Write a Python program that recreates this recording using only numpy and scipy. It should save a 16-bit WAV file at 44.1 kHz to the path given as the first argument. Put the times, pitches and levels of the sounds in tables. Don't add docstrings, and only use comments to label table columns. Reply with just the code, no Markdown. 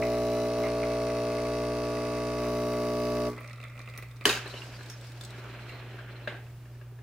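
import sys
import numpy as np
from scipy import signal
from scipy.fft import rfft, irfft, next_fast_len
from scipy.io import wavfile
from scipy.ndimage import map_coordinates

SR = 44100
rng = np.random.default_rng(int(sys.argv[2]) if len(sys.argv) > 2 else 0)


def store_wav(level_fs):
    pcm = np.round(np.clip(np.atleast_2d(level_fs), -1, 1) * 32767)
    wavfile.write(sys.argv[1], SR, pcm.T.astype(np.int16))


def convert_level_to_amplitude(level_db):
    exponent = np.asarray(level_db, float) / 20
    return 10 ** exponent


N = 309582
TIME_S = np.arange(N) / SR
MAINS_HZ = 59.989
OFF_S = 3.289


def unit(x):
    return x / np.sqrt(np.mean(x ** 2) + 1e-20)


def along(points, hz):
    f, v = np.transpose(points)
    return np.interp(np.log(hz + 1), np.log(f + 1), v)


def curve(rows):
    s, value = np.transpose(rows)
    return np.interp(TIME_S, s, value)


def wobble(rate):
    coarse = np.arange(0, N + 32, 32)
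    knots = rng.standard_normal(int(N * rate / SR) + 5)
    return np.interp(np.arange(N), coarse, map_coordinates(knots, [coarse * rate / SR]))


def between(start_s, end_s, fade_s):
    inside_s = np.minimum(TIME_S - start_s, end_s - TIME_S)
    return np.clip(inside_s / fade_s + .5, 0, 1)


def dying(t60):
    return -60 * np.maximum(TIME_S - OFF_S, 0) / t60


def filtered(x, response):
    m = next_fast_len(N + SR // 2)
    return irfft(rfft(x, m) * response(np.fft.rfftfreq(m, 1 / SR)), m)[..., :N]


def modes(peaks):
    def response(f):
        total = 0
        for k, (centre, width, db) in enumerate(peaks):
            damping = 1j * f * width
            total = total + (-1) ** k * convert_level_to_amplitude(db) * damping / (centre * centre - f * f + damping)
        return total
    return response


def band(spectrum, lo_hz=0, hi_hz=SR):
    return lambda f: convert_level_to_amplitude(along(spectrum, f)) / (1 + (lo_hz / (f + 1)) ** 6) / (1 + (f / hi_hz) ** 6)


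def hiss(response, gate=1):
    return unit(filtered(gate * rng.standard_normal((2, N)), response))


def lasting(rows, t60):
    return [(*row, t60) for row in rows]


def bursts(rows, column, shorter):
    x, t = np.zeros(N + SR), np.arange(SR // 3) / SR
    noise = rng.standard_normal((len(rows), len(t)))
    noise[:, :4] = 1.5 * np.sign(noise[:, :1])
    for row, grit in zip(rows, noise):
        db = row[1] + (row[column] if column else 0)
        t60 = shorter * max(row[-1], .004)
        x[round(row[0] * SR):][:len(t)] += convert_level_to_amplitude(db - 60 * t / t60) * grit
    return x[:N]


def pings(rows, shorter):
    x, t = np.zeros(N + SR), np.arange(SR // 4) / SR
    for s, db, *_, hz, t60 in rows:
        swing = np.sin(2 * np.pi * hz * t) * (1 - np.exp(-t / 0.00011))
        x[round(s * SR):][:len(t)] += convert_level_to_amplitude(db - 60 * t / (shorter * max(t60, .004))) * swing
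    return x[:N]


def spread(x):
    n = SR // 40
    smear = rng.standard_normal(n) * convert_level_to_amplitude(-40 * np.arange(n) / n)
    return np.array([x, signal.fftconvolve(x, smear / np.linalg.norm(smear))[:N]])


def quadrature(x):
    return np.array([x, signal.hilbert(x, next_fast_len(N))[:N].imag])


# frequency_hz, correlation
ALIKE = [(60, 0.993), (150, 1), (380, 0.97), (650, 0.98), (950, 0.89), (2380, 0.66), (5980, 0.059),
         (15000, 0.26)]


def ports(pair):
    def turn(hz):
        return np.arccos(np.clip(along(ALIKE, hz), -1, 1)) / 2
    mid, side = filtered(pair, lambda hz: np.array([np.cos(turn(hz)), np.sin(turn(hz))]))
    return np.array([mid + side, mid - side])


# frequency_hz, t60_s
KITCHEN = [(200, 0.058), (2000, 0.48), (10000, 0.15)]


def kitchen(x):
    hz, t, z = signal.stft(rng.standard_normal((2, SR // 2)), SR, nperseg=256)
    decay = convert_level_to_amplitude(-60 * t / along(KITCHEN, hz)[:, None])
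    tail = signal.istft(z * decay, SR, nperseg=256)[1]
    late = np.pad(x, (300, 0))[None]
    return signal.fftconvolve(late, tail / np.linalg.norm(tail[0]), axes=1)[:, :N]


# frequency_hz, density_db_per_hz
AIR = [(25, -19), (70, -12.5), (94, -13), (149, -14), (190, -21), (384, -25.5), (754, -29), (1650, -30.5),
       (4000, -40), (13600, -45.5), (14800, -44), (15300, -37), (16000, -56)]


def air():
    return convert_level_to_amplitude(-57.0 + 1.0 * wobble(2.77)) * hiss(band(AIR))


# pitch_hz, level_db
WHINE = [(7607, -99), (10137, -90.5), (14896, -99), (15240, -77.5)]


def hum():
    coil_db, hum_db, motor_db = -47.5, -44.5, -61
    motor_hz, motor_peak_s = 58.73, .07
    coil_dying_db = dying(0.14)
    cycle = MAINS_HZ * TIME_S - .4
    slip = (MAINS_HZ - motor_hz) * (TIME_S - motor_peak_s)
    hum_db = hum_db + 3 * convert_level_to_amplitude(coil_dying_db)
    double_hum = convert_level_to_amplitude(hum_db + 0.32 * wobble(6.5)) * np.cos(4 * np.pi * cycle + .08 * wobble(3.8))
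    coil = convert_level_to_amplitude(coil_db + coil_dying_db + 0.45 * wobble(9.1)) * np.cos(2 * np.pi * cycle + 0.05 * wobble(10))
    motor = convert_level_to_amplitude(motor_db + 1.5 * wobble(13)) * np.cos(2 * np.pi * (cycle - slip) + 0.16 * wobble(9.2))
    whine = sum(convert_level_to_amplitude(db) * np.sin(2 * np.pi * hz * TIME_S + .5 * wobble(22)) for hz, db in WHINE)
    return np.sqrt(2) * quadrature(double_hum + coil + motor + whine)


# time_s, pressure_db
HAND = [
    (4.33, -14),
    (4.43, 5.5),
    (4.62, 2.5),
    (4.93, -1.5),
    (5.19, -1),
    (5.37, 4),
    (5.61, 4.5),
    (6.25, 1.5),
    (6.46, -12),
    (6.9, -22),
]
# frequency_hz, density_db_per_hz
RUB = [(120, -42), (200, -4.5), (281, -4.5), (380, 0), (472, -7), (601, -2.5), (1060, -12), (1600, -9.5),
       (1850, -12.5), (2660, -12), (3600, -20.5), (4680, -49), (7920, -120)]
# pitch_hz, width_hz, level_db
SQUEAK = [(4100, 270, 7), (3700, 240, -9.5)]
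# frequency_hz, density_db_per_hz
SCUFF = [(2530, -5), (4300, 0), (5450, 1), (6010, -5), (6570, -3.5), (7130, -9.5), (7870, -5.5),
         (8600, -14), (11200, -11.5), (15100, -25.5), (16000, -28)]
# level_db, growth_db_per_db of pressure
GRIP = [
    (-55, 0.55),
    (-55.5, 1.23),
    (-69.5, 2),
    (-51.5, 0),
]


def rubbing():
    colours = band(RUB, 0, 890), band(RUB, 820), modes(SQUEAK), band(SCUFF)
    lumps_db = 1.2, 1, 3.5, 2
    pressure_db = np.maximum(curve(HAND), -30)
    levels_db = [db + grows * pressure_db for db, grows in GRIP]
    levels_db[-1] = levels_db[-1] - 9 * (TIME_S - HAND[0][0])
    grain_db = 0.73 * wobble(90)
    rub = 0
    for db, colour, lump_db in zip(levels_db, colours, lumps_db):
        rub = rub + convert_level_to_amplitude(db) * hiss(colour, convert_level_to_amplitude(grain_db + lump_db * wobble(40)))
    return between(HAND[0][0], N / SR + 1, 0.028) * rub


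# start_s, length_s, level_db, from_hz, to_hz
CHIRPS = [(4.451, .04, -49, 3900, 4200), (4.543, 0.066, -52, 4000, 4040), (4.9, .06, -56, 5700, 5300),
          (4.6, 0.046, -66, 4300, 4900), (4.493, 0.04, -54, 4000, 4120), (4.554, 0.04, -51, 2900, 2900),
          (4.722, 0.068, -60, 4900, 4500), (4.78, 0.052, -61, 4150, 4000), (5.381, 0.14, -54, 1400, 1235),
          (5.671, 0.107, -53, 2200, 1900), (5.685, 0.11, -60, 4100, 4100), (5.857, 0.36, -59, 1600, 1610),
          (6.148, 0.04, -61, 4100, 4100)]


def chirps():
    width_hz = 520
    x = np.zeros((2, N))
    for s, length, db, from_hz, to_hz in CHIRPS:
        n = round(length * SR)
        places = np.meshgrid([0, 1], np.arange(n) * width_hz / SR, indexing="ij")
        waver = map_coordinates(rng.standard_normal((2, 300)), places)
        swing = np.sin(2 * np.pi * np.cumsum(np.linspace(from_hz, to_hz, n)) / SR)
        x[:, round(s * SR):][:, :n] += convert_level_to_amplitude(db) * 2 * np.sqrt(np.hanning(n)) * waver * swing
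    return x


# start_s, peak_db, pitch_hz
CREAKS = [(.0238, -22, 2160), (.637, -25.5, 2140), (.6594, -31, 1920), (.8315, -25, 2230),
          (.9268, -37, 2290), (1.098, -35, 2014), (1.3833, -30, 2150), (1.9704, -32.5, 2007),
          (2.381, -37, 2020), (2.9994, -39, 2570)]
# start_s, peak_db, pitch_hz
SLIPS = [(3.3304, -37, 2160), (3.3723, -35, 1930), (3.379, -28, 1230), (3.3882, -34, 2100),
         (3.4768, -41, 2480), (3.4865, -36, 2140), (3.5084, -35, 1900), (3.5319, -34.5, 2554),
         (3.5818, -38, 1970), (3.6022, -34.5, 2650), (3.6387, -32.5, 2050), (3.701, -37, 1960),
         (3.723, -45, 2140), (3.7773, -33, 2560), (3.8018, -33.5, 1880), (3.8577, -41, 1980),
         (3.8756, -31, 2630), (3.9385, -34.5, 2630), (3.9762, -34, 2430), (3.9859, -30, 1990),
         (4.0253, -31.5, 2100), (4.2109, -30.5, 2470), (4.221, -32.5, 1990),
         (3.41, -35, 1150), (3.498, -37, 2600), (3.629, -35, 2500), (3.65, -32.5, 2030),
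              (3.7924, -36, 1160), (3.887, -35, 2010), (3.95, -37, 2000), (4.0337, -36.5, 2120),
              (4.231, -40, 2000)]
# start_s, peak_db, pitch_hz
TICKS = [(3.3493, -58, 3700), (3.365, -47, 3300), (3.379, -47, 4700), (3.4055, -56, 3600),
         (3.4765, -43, 5720), (3.5124, -46.5, 3780), (3.5309, -42, 5720), (3.6022, -49.5, 3660),
         (3.6137, -45, 3640), (3.6385, -41.5, 3500), (3.6831, -47, 3810), (3.7763, -52, 3530),
         (3.7923, -41, 3600), (3.8162, -43, 5690), (3.8746, -52.5, 3600), (3.8886, -46, 3930),
         (3.9375, -50, 3620), (3.9529, -47.5, 3680), (3.9762, -35, 5830), (4.0247, -42, 3800),
         (4.0956, -59, 3450), (4.1126, -45, 3700), (4.161, -50.5, 3630), (4.2104, -44, 3610),
         (4.24, -45.5, 4680),
         (3.4087, -52, 3910), (3.421, -52, 4300), (3.4314, -51, 4790), (3.4974, -47, 3540),
              (3.5594, -50, 4010), (3.5774, -51, 3710), (3.629, -48, 3600), (3.6606, -55, 3550),
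              (3.6994, -51, 5600), (3.8594, -50.5, 4200), (3.899, -43, 3990), (4.0314, -46.5, 3670),
              (4.0851, -49.5, 3700), (4.1674, -47, 5720)]
# start_s, peak_db, pitch_hz
CRACKLES = [(4.4774, -43, 8500), (4.6374, -47, 8000), (4.7242, -57, 4630), (4.8309, -45, 7950),
            (4.8603, -42, 3760), (5.011, -46, 7900), (5.043, -51, 4100), (5.0694, -46, 4980),
            (5.101, -58, 8000), (5.1187, -44, 3870), (5.1741, -51, 4640), (5.2105, -36, 3570),
            (5.2365, -37.5, 8050), (5.2494, -36, 7900), (5.305, -41, 3900), (5.384, -50, 3950)]
# start_s, peak_db
BRIGHT_TICKS = [
    (3.4042, -47.5),
    (3.976, -35),
    (4.0243, -44.5),
]
# pitch_hz, width_hz, level_db
LEVER = [(221, 73, -2), (601, 97, 0), (1150, 110, -2), (1325, 147, -1.5), (2014, 90, 0), (2140, 72, 0.5),
         (2280, 220, -2), (2530, 310, -4)]
# frequency_hz, density_db_per_hz
TICK = [(1760, -49), (3000, -12), (3680, 1.5), (5800, -7), (6170, -7.5), (8460, -6), (14900, -20.5),
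        (16000, -12)]
# frequency_hz, density_db_per_hz
TICK_TOP = [(7000, -40), (9000, -3.5), (12000, -9), (14000, -5), (15800, -5)]


def lever():
    creaks = lasting(CREAKS, 0.13) + lasting(SLIPS, 0.052)
    ticks = lasting(TICKS, 0.016) + lasting(CRACKLES, 0.032)
    ring = convert_level_to_amplitude(2.5) * filtered(bursts(creaks, column=0, shorter=1.0), modes(LEVER))
    ring = ring + convert_level_to_amplitude(-5.0) * pings(creaks, shorter=0.28)
    tick = convert_level_to_amplitude(3.5) * filtered(bursts(ticks, column=0, shorter=0.99), band(TICK))
    tick = tick + convert_level_to_amplitude(-4.0) * pings(ticks, shorter=0.79)
    bright = convert_level_to_amplitude(3.5) * filtered(bursts(lasting(BRIGHT_TICKS, 0.054), column=0, shorter=0.76), band(TICK_TOP))
    large_slips = convert_level_to_amplitude(rng.uniform(0, 18, N)) * (rng.random(N) < 500 / SR)
    grains = rng.standard_normal(N) * (0.22 + large_slips)
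    drag = unit(filtered(grains, lambda f: modes(LEVER)(f) + 0.11 * band(TICK)(f)))
    turn_s, turned_s = 3.28, 4.3
    turning = between(turn_s, turned_s, .03) * convert_level_to_amplitude(-57 + 2.6 * wobble(25))
    resting = between(-1, turn_s, .03) * convert_level_to_amplitude(-51 + 0.99 * wobble(25))
    return ring + tick + bright + (turning + resting) * drag


# start_s, peak_db, pitch_hz
CLATTER = [(4.2543, -8.5, 3000), (4.2657, -21.5, 1680), (4.275, -18, 1880), (4.2896, -22, 2900),
           (4.2935, -16, 3770), (4.299, -21.5, 2670), (4.309, -21, 2500), (4.327, -22.5, 3770),
           (4.338, -27.5, 2900), (4.35, -26.5, 1640), (4.373, -30, 1620)]
# start_s, peak_db, bright_db, thud_db, pitch_hz
KNOCKS = [(4.4578, -33.5, -25, -9, 1730), (4.499, -39, -20, -21, 3940), (4.539, -34, -29, -9.5, 2980),
          (4.6189, -31.5, -35, -30, 2800), (4.791, -42.5, -21, -9.5, 1640), (4.809, -39.5, -30, -20, 1660),
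          (4.899, -38, -8.5, -27, 5530), (5.2109, -42.5, -10, -13, 1670), (5.4388, -48, -14, -4, 1710),
          (5.6945, -37, -24, -17, 2740), (5.989, -37, -37, -24, 1610), (6.2743, -23, -34, -18, 1620),
          (6.298, -34, -33, -20, 2150), (6.323, -39.5, -32, -4, 1540), (6.351, -42, -34, -11, 1590),
          (6.366, -41, -36, -11, 1600), (6.387, -50, -34, -12, 1610), (6.4663, -50, -28, -15, 2620),
          (6.655, -48.5, -21, -9, 1760), (6.7508, -50, -25, -6.5, 1750), (6.8125, -45.5, -32, -11, 1650),
          (6.91, -55, -27, -1, 1457), (6.988, -49, -29, -8, 1700)]
# start_s, peak_db, pitch_hz
HOLLOW = [(4.458, -36, 385), (4.54, -38, 610), (4.788, -52, 342), (5.099, -51, 336), (5.384, -38, 385),
          (5.5, -44, 380), (5.735, -40, 410), (5.847, -49, 374), (5.944, -39, 390), (6.2745, -28.5, 600),
          (6.278, -36, 2750), (6.274, -39, 3780), (6.29, -48, 3700), (6.277, -40, 3280), (6.288, -36, 2050),
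          (6.322, -41, 600), (6.345, -44, 680)]
# start_s, peak_db
WEIGHT = [
    (4.258, -28.5),
    (4.2734, -29.5),
    (4.288, -43.5),
]
# pitch_hz, width_hz, level_db
BODY = [(1100, 380, -3), (1620, 380, -2), (2150, 420, -5), (2700, 480, -3), (3250, 450, -6),
        (3850, 600, -7), (4500, 600, -7), (5050, 500, -8)]
# pitch_hz, width_hz, level_db
TRAY = [(225, 90, -2), (398, 90, 4), (600, 167, -2.5), (830, 370, -9)]
# frequency_hz, density_db_per_hz
SNAP = [(2940, -8), (5000, -3.5), (5530, -8.5), (6450, 0), (7570, -6.5), (9380, -8.5), (13600, -14.5),
        (15000, -13), (16200, -18.5), (16500, -44)]


def knocks():
    knock_t60_s = 0.089
    clatter = [(s, db, -15, -20.5, hz) for s, db, hz in CLATTER]
    hard_rows, soft_rows = lasting(clatter, knock_t60_s), lasting(KNOCKS, knock_t60_s)
    blows = hard_rows + soft_rows
    hard = convert_level_to_amplitude(0.94 * wobble(200)) * bursts(hard_rows, column=0, shorter=0.78)
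    soft = convert_level_to_amplitude(0.94 * wobble(200)) * bursts(soft_rows, column=0, shorter=0.78)
    soft = filtered(soft, band([(100, 0), (4000, 1.4)], 0, 4200))
    body = filtered(hard + soft, modes(BODY))
    snap = filtered(bursts(blows, column=2, shorter=0.5), band(SNAP))
    weight = bursts(lasting(WEIGHT, knock_t60_s), column=0, shorter=1.6)
    thud = filtered(bursts(blows, column=3, shorter=2.6) + weight, modes(TRAY))
    rings = convert_level_to_amplitude(-2.0) * pings(blows[1:], shorter=.4) + pings(lasting(HOLLOW, .05), shorter=0.98)
    return convert_level_to_amplitude(2.0) * body + convert_level_to_amplitude(13.0) * snap + convert_level_to_amplitude(15.5) * thud, rings


# pitch_hz, level_db, t60_s
SLAM = [(1700, -9, .022), (2980, 1.5, .014), (3250, -9, .012), (9500, -16, .012)]


def slam():
    t = np.maximum(TIME_S - CLATTER[0][0], 0)
    rise = 1 - np.exp(-t / .0015)
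    return sum(convert_level_to_amplitude(db - 60 * t / t60) * rise * np.sin(2 * np.pi * hz * t) for hz, db, t60 in SLAM)


EARLY_IN_SPURT = .0122
STRIKE, SCATTER = .03, .08
LOADED_S = np.minimum(TIME_S, OFF_S) - OFF_S / 2
# start_s, end_s
SPURTS = [
    (0, 0.49),
    (.58, .68),
    (2.391, 3.3),
]


def spurting():
    spans = [(-1, SPURTS[0][1]), SPURTS[1], (SPURTS[2][0], 9)]
    return sum(between(start, end, .03) for start, end in spans)


# level_db, growth_db_per_db of overshoot, t60_s after switch-off
PARTS = [
    (-32.5, 0.34, 0.28),
    (-31.5, 1.2, 0.036),
    (-42, -0.17, 0.24),
    (-48.5, 0.33, 0.06),
]
# mains_multiple, level_db
STROKE = [(1, -11), (2, -6), (3, -12.5), (4, -1), (5, 0.5), (6, -7.5), (7, 3.5), (8, -1.5), (9, -6),
          (10, 7.5), (11, 7.5), (12, -13), (13, -12.5), (14, -14.5), (15, -29.5), (16, -13), (17, -29),
          (18, -35.5), (19, -7.5), (20, -14.5), (21, -24), (22, -24.5), (23, -40), (24, -19), (25, -59),
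          (26, -25.5), (27, -24.5), (28, -28.5), (29, -22.5), (30, -30)]
BLOW = [
    (.085, .76),
    (.62, .76),
    (.545, .7),
]
SETTLING = {4: 0.65, 5: 0.23, 6: 0.19, 8: -0.91, 10: 0.23, 11: -0.9, 12: -1.2, 13: -2.4, 14: -0.28, 15:
            -1.3, 16: 0.75, 19: 1.64, 20: 0.83}
SPURTING = {3: 2, 4: 2, 5: .3, 6: 3.7, 7: 1.3, 8: -2.2, 10: 0.95, 11: -0.61, 13: 1.5, 15: -1.7, 18: 1.7, 21:
            -1.5, 22: 4.4, 24: -3.5}


def piston_tone(levels_db, spurt, cycle):
    parts = np.zeros((3, N))
    for k, db in STROKE[2:]:
        part = int(k > 8) + int(k > 13)
        at, offset = BLOW[part]
        lag = k * at - offset
        lag += 0.03024 * max(k - 12, 0) ** 2
        if part == 0:
            lag += .07 * (-1) ** k
        if part == 1:
            lag += .3 * (int(k > 11) - int(k < 10))
        level_db = db + SETTLING.get(k, 0) * LOADED_S + SPURTING.get(k, 0) * spurt
        swing = np.cos(2 * np.pi * (k * cycle - lag) + 0.063 * wobble(6.6))
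        parts[part] += convert_level_to_amplitude(level_db + 0.32 * wobble(1.8)) * swing
    return sum(convert_level_to_amplitude(db) * unit(part) for db, part in zip(levels_db, parts))


def piston_blows(spurt):
    period = SR / MAINS_HZ
    at = np.arange(1, 3.275 * MAINS_HZ) * period
    at = (at - EARLY_IN_SPURT * period * spurt[at.astype(int)])[:, None]
    near = at.astype(int) + np.arange(-7, 9)
    pulse = np.sinc(near - at) * np.cos(np.pi * (near - at) / 16) ** 2
    size = convert_level_to_amplitude(rng.normal(0, .8, at.shape)) * pulse
    blows = np.bincount(near.ravel(), size.ravel(), N)
    return blows + convert_level_to_amplitude(-7) * np.roll(blows, int(.47 * period))


# pitch_hz, width_hz, level_db
CASING = [(2100, 220, 0), (2630, 67, 8), (2900, 120, -3.5), (3300, 180, -7.5), (3780, 125, -2.5),
          (4040, 93, -13), (4300, 210, -1), (4530, 91, 1), (4920, 83, 4.5), (5370, 75, 0), (5850, 140, -1),
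          (6460, 130, -23), (6450, 280, -13.5), (7180, 160, -17), (8500, 150, -34), (9330, 550, -11),
          (10360, 370, -16)]
# in_spurt_db, slope_db_per_s
CASING_MOVES = [(-2.5, 1.5), (-3, 0.7), (3, 0), (-4, -.6), (0, 2.2), (13, -2), (-6.5, -3), (-1.5, 3.5),
                (-0.8, 1.3), (0.5, 0), (0, 0.7), (.1, -4), (.1, .1), (6, 1), (.1, .1), (-3, 0.8), (2, -1)]


def casing_rattle(spurt):
    blows = piston_blows(spurt)
    rattle = np.zeros(N)
    for (hz, width, db), (spurt_db, settle_db) in zip(CASING, CASING_MOVES):
        late = np.roll(blows, int((STRIKE + SCATTER * rng.random()) * SR / MAINS_HZ))
        narrow, broad = modes([(hz, width, db)]), modes([(hz, 3 * width, 0)])
        ring = filtered(late, lambda f: narrow(f) * broad(f))
        rattle += convert_level_to_amplitude(spurt_db * spurt + settle_db * LOADED_S + .8 * wobble(2.2)) * ring
    return unit(rattle)


# frequency_hz, density_db_per_hz
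SPRAY = [(88, -49), (150, -24), (297, -11.5), (366, -7.5), (420, -5), (538, -15), (601, -0.5), (770, -15),
         (962, -19.5), (1050, -4.5), (1160, -13.5), (1520, -16), (2900, -24), (3770, -58), (6380, -120)]
# frequency_hz, density_db_per_hz
FIZZ = [(1590, -25), (2700, 1), (3230, -4), (3770, -4), (4130, -6.5), (4380, -3.5), (4970, -5),
        (5160, -4.5), (6080, -7), (6700, -12), (7830, -13), (10100, -12), (12600, -16.5), (15200, -17.5),
        (16000, -19.5)]


def water(spurt, cycle):
    base_db, jet_dying_db = PARTS[-1][0], dying(0.39)
    gate = 1 + .3 * np.cos(2 * np.pi * (cycle - .2)) + .25 * np.cos(4 * np.pi * (cycle - .2))
    valve = .6 + np.exp(.7 * np.cos(2 * np.pi * (cycle - STRIKE - SCATTER / 2))) * .5
    gulps = between(.58, .69, .03) + between(2.37, 2.53, .03)
    slosh_db = base_db + dying(1) - 0.8 + 5 * gulps + .8 * wobble(6)
    slosh = convert_level_to_amplitude(slosh_db) * hiss(band(SPRAY, 0, 2800), gate)
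    jet = convert_level_to_amplitude(base_db + jet_dying_db - 3.5) * hiss(band(FIZZ, 3140, 12000), valve)
    finest = convert_level_to_amplitude(-63 + 6 * spurt + jet_dying_db) * hiss(band(FIZZ, 11700), valve)
    return slosh + jet + finest


# time_s, overshoot_db
PUMP = [(0.0, 0.5), (0.42, 0), (0.55, -1.5), (0.64, 1.5), (0.7, -1.5), (0.84, 0), (1.48, -2), (2.05, -3.5),
        (2.36, -3.5), (2.46, -2), (2.6, -1.5), (3.3, -1.5)]


def pump():
    overshoot_db, spurt = curve(PUMP), spurting()
    cycle = MAINS_HZ * TIME_S + EARLY_IN_SPURT * spurt
    *tone_db, rattle_db = [db + grows * overshoot_db + dying(t60) for db, grows, t60 in PARTS]
    tone = quadrature(piston_tone(tone_db, spurt, cycle))
    rattle = spread(convert_level_to_amplitude(rattle_db - 2.15) * casing_rattle(spurt))
    return tone + rattle + water(spurt, cycle)


def scene():
    near, (loud, rings), first = lever(), knocks(), slam()
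    room = kitchen(convert_level_to_amplitude(-8) * near + convert_level_to_amplitude(-3.5) * loud + convert_level_to_amplitude(-13) * (rings + first))
    contacts = spread(near + loud + rings) + quadrature(first)
    return ports(hum() + air() + rubbing() + chirps() + contacts + pump() + room)


def low_pass(x):
    return signal.sosfilt(signal.butter(12, 16850, fs=SR, output="sos"), x)


# frequency_hz, left_minus_right_db
LEAN = [(60, 0.5), (150, -1), (380, 0), (950, 0), (2380, -2), (5980, 1.5), (15000, 2)]


def record(dry):
    top_hz = 15850

    def response(f):
        balance = convert_level_to_amplitude(np.outer([.5, -.5], along(LEAN, f)))
        return balance * np.where(f < top_hz, 1, .03)
    return low_pass(filtered(dry, response))


dry = scene()
out = record(dry)
store_wav(out)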